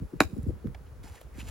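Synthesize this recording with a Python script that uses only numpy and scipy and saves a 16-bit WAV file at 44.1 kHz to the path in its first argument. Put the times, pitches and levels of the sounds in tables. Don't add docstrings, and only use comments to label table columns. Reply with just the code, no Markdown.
import sys
import numpy as np
from scipy import signal
from scipy.fft import rfft, irfft
from scipy.io import wavfile

SR = 44100
rng = np.random.default_rng(int(sys.argv[2]) if len(sys.argv) > 2 else 0)


def digitize_waveform(pressure):
    field = np.atleast_2d(pressure).T
    bounded = np.clip(field, -1, 1)
    quanta = np.round(bounded * 32767).astype(np.int16)
    wavfile.write(sys.argv[1], SR, quanta)


N = 66150
SIZE = 2 * N
HZ = np.fft.rfftfreq(SIZE, 1 / SR)
T = np.arange(N) / SR


def amp(db):
    return 10 ** (np.asarray(db) / 20)


def unit(x):
    return x / np.sqrt(np.mean(x ** 2) + 1e-20)


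def read(points):
    hz, value = np.transpose(points)
    return np.interp(np.log(HZ + 1), np.log(hz + 1), value)


def level(points):
    return amp(np.interp(T, *np.transpose(points)))


def shape(x, gain):
    return irfft(rfft(x, SIZE) * gain, SIZE)[..., :N]


def causal(gain):
    log_gain = np.log(np.maximum(gain, 1e-5))
    mirrored = np.r_[log_gain, log_gain[-2:0:-1]]
    return np.exp(np.conj(signal.hilbert(mirrored)))[:len(HZ)]


def click(start):
    return signal.unit_impulse(N, round(start * SR))


def burst(start, decay):
    signs = rng.choice([-1., 1.], N)
    x = signs * (T >= start) * np.exp(-abs(T - start) / decay)
    return x / np.linalg.norm(x)


def noise_pair(same):
    same = np.clip(same, 0, 1)
    shared = np.sqrt(same) * rng.standard_normal(N)
    return shared + np.sqrt(1 - same) * rng.standard_normal((2, N))


def clumps(depth_db, length):
    drift = unit(shape(rng.standard_normal(N), np.exp(-(HZ * length) ** 2)))
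    return unit(amp(depth_db * drift))


def grains(rate, spread_db):
    present = rng.random(N) < rate / SR
    sizes = amp(spread_db * np.minimum(rng.exponential(1, N), 4))
    return rng.standard_normal(N) * present * sizes


BASS_LAG_KNEE_HZ = 20.5


def droop(cycles):
    return np.exp(-2j * np.pi * cycles * np.log((HZ + BASS_LAG_KNEE_HZ) / (SR / 2)))


# frequency in Hz, left lead in radians.
PORT_LEAD = [(100, 0.5), (300, -0.26), (700, 0.06), (900, 0.45), (1400, 0.9), (2000, -1.4), (2450, 1.1),
             (2800, 0.24), (3700, 1.1), (4600, -0.3), (6500, -1.2), (7500, -1.27), (9000, -4.5),
             (11200, -7), (14200, -9)]
# frequency in Hz, left minus right in dB.
PORT_TILT = [(200, 1), (480, 3.5), (700, -5), (1100, -0.5), (1380, -5), (2000, -0.5), (2600, -0.5),
             (4300, 3), (7000, -5.5), (9000, -.5), (12000, 0.5)]


def ports(x):
    tilt = amp(read(PORT_TILT) / 2)
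    left = tilt * np.exp(1j * read(PORT_LEAD))
    return shape(x, np.array([left, 1 / tilt]))


# time in seconds, level in dB.
RUMBLE_LEVEL = [(0, -36.5), (.05, -41), (.1, -63), (.16, -47), (.26, -38), (.3, -65), (.38, -43.5),
                (.53, -37.5), (.6, -51), (.67, -42.5), (.76, -48.5), (.82, -47.5), (.87, -48), (1.0, -46),
                (1.12, -46.5), (1.19, -62.5), (1.25, -46), (1.3, -49.5), (1.36, -42.5), (1.5, -37)]
# frequency in Hz, relative level in dB.
RUMBLE_COLOUR = [(20, -41), (40, 0), (65, 6.5), (110, -5), (180, -16.5), (300, -19), (600, -37.5),
                 (1500, -74)]
# time in seconds, level in dB.
CHURN_LEVEL = [(0, -51.5), (.05, -46.5), (.09, -94), (.13, -47), (.16, -52), (.28, -54.5), (.305, -48.5),
               (.34, -49), (.40, -43.5), (.42, -55.5), (.445, -49.5), (.50, -45), (.53, -58.5),
               (.56, -47.5), (.59, -65), (.66, -41.5), (.73, -56.5), (.78, -74.5)]
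# frequency in Hz, relative level in dB.
CHURN_SPECTRUM = [(60, -4.5), (130, 6.5), (250, 2.5), (480, -1), (620, -22.5), (1000, -46)]
# frequency in Hz, relative level in dB per Hz.
AIR_COLOUR = [(30, -8.5), (150, -9.5), (450, 1.5), (700, -6.5), (1400, -9.5), (2400, -18.5), (3500, -23),
              (7000, -25.5), (8500, -30), (11000, -22.5), (13500, -35), (16000, -21.5)]
AIR_DB = -58.5
AIR_SAME, WIND_SAME = 0.42, 0.63


def breeze():
    rumble = level(RUMBLE_LEVEL) * unit(shape(noise_pair(WIND_SAME), amp(read(RUMBLE_COLOUR))))
    churn = level(CHURN_LEVEL) * unit(shape(noise_pair(WIND_SAME), amp(read(CHURN_SPECTRUM))))
    hush = amp(AIR_DB) * unit(shape(noise_pair(AIR_SAME), amp(read(AIR_COLOUR))))
    return rumble + churn + hush


# start in seconds, relative level in dB, treble edge in Hz, left minus right in dB.
AIR_PUFFS = [(0.014, 5.5, 250, -2.5), (0.038, 0, 151, 3), (.132, 0, 368, 1), (0.149, -1, 197, 4.5),
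             (0.241, 12.5, 85, 4), (.326, 3, 258, -4.5), (.364, -6.5, 393, 11), (.379, 8.5, 242, -5.5),
             (.428, 7, 171, -2), (.463, 6, 320, -0.5), (.474, 14.5, 125, 6), (.490, 0.5, 436, 0),
             (.502, -6.5, 488, -3.5), (0.516, 9.5, 118, 3), (.642, -5.5, 417, 5.5), (0.651, 10, 250, -4.5),
             (.672, -2, 190, 14), (0.695, -1.5, 201, 1), (.803, -2, 152, 2), (0.911, -2, 116, 1),
             (0.991, -2.5, 155, 2), (1.038, -12.5, 340, 2), (1.101, 0, 115, -2), (1.353, -5, 207, -1),
             (1.379, -8, 330, -3), (1.423, -9.5, 228, 6)]
PUFF_DB, PUFF_LOW_HZ, PUFF_LAG_CYCLES = 9.5, 69, 0.7964
PUFF_EDDY_DB, PUFF_EDDY_S = -2, 0.0075


def puffs():
    out = np.zeros((2, N))
    for start, db, edge_hz, pan_db in AIR_PUFFS:
        eddies = np.array([burst(start, PUFF_EDDY_S) for _ in range(2)])
        pulse = click(start) + amp(PUFF_EDDY_DB) * eddies
        treble_loss = 1 + (HZ / edge_hz) ** 12
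        bass_loss = 1 + (PUFF_LOW_HZ / (HZ + 1)) ** 6
        band = 1 / np.sqrt(treble_loss * bass_loss)
        gains = amp([[db + pan_db / 2], [db - pan_db / 2]])
        out += gains * shape(pulse, band * droop(PUFF_LAG_CYCLES))
    return amp(PUFF_DB) * out


# time in seconds, level in dB.
RUB_LEVEL = [(1.027, -89), (1.034, -52.5), (1.075, -56.5), (1.125, -60), (1.155, -55), (1.185, -63),
             (1.2, -63), (1.222, -62), (1.27, -77), (1.33, -72.5), (1.375, -56.5), (1.395, -48),
             (1.412, -50.5), (1.432, -57.5), (1.465, -57), (1.485, -44.5), (1.5, -51)]
# frequency in Hz, relative level in dB.
CLOTH_COLOUR = [(150, -12), (400, -5.5), (800, -2), (1300, -4.5), (2200, -4), (3500, -9), (5500, -11.5),
                (7500, -8), (8500, -9.5), (11000, -14), (13500, -13), (16000, -15)]
FIBRES_PER_S, FIBRE_SPREAD_DB = 9000, 0.5
RUB_CLUMP_DB, RUB_CLUMP_S = 2, 0.0015


def cloth():
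    slips = grains(FIBRES_PER_S, FIBRE_SPREAD_DB) * clumps(RUB_CLUMP_DB, RUB_CLUMP_S)
    return ports(level(RUB_LEVEL) * unit(shape(slips, amp(read(CLOTH_COLOUR)))))


# start in seconds, length in seconds, relative level in dB, first and last pitch in Hz.
FRAME_SCRAPES = [(1.034, .06, -58, 740, 870), (1.034, 0.057, -64, 4930, 4950),
                 (1.125, 0.049, -59, 770, 870), (1.163, 0.03, -59, 1520, 2020),
                 (1.33, 0.083, -62.5, 1880, 2000), (1.389, 0.032, -47.5, 2090, 2830),
                 (1.467, 0.023, -54.5, 2830, 2750)]
SCRAPE_WIDTH = 0.19
SLIPS_PER_S, SLIP_SPREAD_DB = 2000, 2


def scrapes():
    out = np.zeros(N)
    for start, length, db, first_hz, last_hz in FRAME_SCRAPES:
        along = np.clip((T - start) / length, 0, 1)
        pitch = first_hz + (last_hz - first_hz) * along
        turn = np.exp(2j * np.pi * np.cumsum(pitch) / SR)
        r = np.exp(-np.pi * SCRAPE_WIDTH * first_hz / SR)
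        slips = grains(SLIPS_PER_S, SLIP_SPREAD_DB)
        rung = (turn * signal.lfilter([1 - r], [1, -r], slips / turn)).real
        swell = 2 * np.sqrt(along * (1 - along))
        out += amp(db) * swell * unit(rung)
    return ports(out)


# time in seconds, level in dB.
PATTER_LEVEL = [(.21, -74), (.26, -71), (.34, -65), (.41, -71), (.48, -67), (.55, -82), (.6, -100)]
# frequency in Hz, relative level in dB.
PATTER_SPECTRUM = [(1500, -26), (3500, -8.5), (5200, 0), (6200, -14), (7300, 3), (11000, -1), (16000, -3.5)]
PATTER_PER_S, PATTER_SPREAD_DB = 1600, 0.5


def patter():
    drops = grains(PATTER_PER_S, PATTER_SPREAD_DB)
    return ports(level(PATTER_LEVEL) * unit(shape(drops, amp(read(PATTER_SPECTRUM)))))


# start in seconds, relative level in dB, centre in Hz, decay time in seconds.
FRAME_TICKS = [(0.3091, -30.5, 3150, 0.0011), (.366, -39, 7000, .002), (.3785, -30.5, 9280, 0.0026),
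               (.430, -29, 8900, 0.0033), (.484, -37, 7110, 0.0054), (0.6708, -12.5, 990, 0.00093),
               (0.673, -35, 10000, .005), (0.7464, -11, 2180, 0.003), (0.7465, -6.5, 710, 0.0045),
               (0.866, -29.5, 2360, 0.018), (1.2118, -10, 600, 0.0032), (1.2145, -20.5, 3000, 0.0017),
               (1.212, -24, 12000, .004)]
TICK_WIDTH_OCT = 0.57


def ticks():
    out = np.zeros(N)
    for start, db, hz, decay in FRAME_TICKS:
        octaves = np.log2((HZ + 1) / hz)
        band = 1 / (1 + (octaves / TICK_WIDTH_OCT) ** 2)
        out += amp(db) * shape(burst(start, decay), causal(band))
    return ports(out)


# start in seconds, relative level in dB, treble edge in Hz, crunch in dB beside the push.
FRAME_CONTACTS = [(0.2035, -11.5, 5000, 2), (0.2051, 3.5, 1500, -13), (0.2074, -1, 330, -18),
                  (0.2087, -9, 220, -14.5), (0.2144, -10, 1900, -13.5), (0.2222, -22, 1500, -2),
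                  (.235, -31.5, 1200, 2.5)]
# frequency in Hz, relative level in dB.
BLOW_COLOUR = [(50, -26), (130, 0.5), (300, 5.5), (500, -5.5), (900, -8), (1500, -1.5), (2700, -5),
               (3150, -17.5), (3850, -5.5), (4600, -16.5), (6500, -14), (10500, -14.5), (16000, -27.5)]
# frequency in Hz, relative level in dB, 60 dB decay in seconds.
WOOD_MODES = [(291, -21, 0.089), (621, -1, .05), (764, -7, .055), (887, -9.5, 0.045), (993, -9, 0.08),
              (1103, -6, 0.069), (1348, -10, .05), (1453, -0.5, 0.045), (2368, -7.5, 0.042),
              (5100, 3.5, 0.042), (6761, -3, .035)]
# frequency in Hz, relative level in dB.
YARD_COLOUR = [(100, -13), (300, -5.5), (700, -7), (1500, -13), (3000, -5), (6000, -1), (11000, -4.5),
               (16000, 9.5)]
CONTACT_DB, WOOD_DB = 19.5, -34.5
CRUNCH_S, CRUNCH_LOW_HZ = 0.0018, 2200
NEAR_DB, NEAR_T60, FAR_DB, FAR_T60 = -7, 0.12, -24.5, 0.54
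TAIL_CLUMP_DB, TAIL_CLUMP_S = 2, 0.0074


def contact_force():
    bright = 1j * HZ / (CRUNCH_LOW_HZ + 1j * HZ)
    force = np.zeros(N)
    for start, db, edge_hz, crunch_db in FRAME_CONTACTS:
        push = shape(click(start), 1 / (1 + 1j * HZ / edge_hz))
        crunch = shape(burst(start, CRUNCH_S), bright)
        force += amp(db) * (push + amp(crunch_db) * crunch)
    return force


def wood_ring():
    ring = np.zeros(N)
    for hz, db, t60 in WOOD_MODES:
        ring += amp(db) * np.exp(-np.log(1000) * T / t60) * np.cos(2 * np.pi * hz * T)
    return ring


def yard_echo(direct):
    tails = []
    for _ in range(2):
        near = amp(NEAR_DB) * burst(.004, NEAR_T60 / np.log(1000))
        far = amp(FAR_DB) * burst(0.016, FAR_T60 / np.log(1000))
        tails.append(near + far)
    broken = np.array(tails) * clumps(TAIL_CLUMP_DB, TAIL_CLUMP_S)
    return shape(direct, rfft(broken, SIZE) * causal(amp(read(YARD_COLOUR))))


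def knock():
    body = causal(amp(read(BLOW_COLOUR))) * (1 + amp(WOOD_DB) * rfft(wood_ring(), SIZE))
    direct = amp(CONTACT_DB) * shape(contact_force(), body)
    return ports(direct) + yard_echo(direct)


def scene():
    return breeze() + puffs() + cloth() + scrapes() + patter() + ticks() + knock()


BASS_LAG_CYCLES, EDGE_HZ = 0.95, 16200


def record(dry):
    lagged = shape(dry, droop(BASS_LAG_CYCLES))
    low_pass = signal.firwin(511, EDGE_HZ, window=("kaiser", 9), fs=SR)
    return signal.oaconvolve(lagged, low_pass[None], "same", axes=1)


dry = scene()
out = record(dry)
digitize_waveform(out)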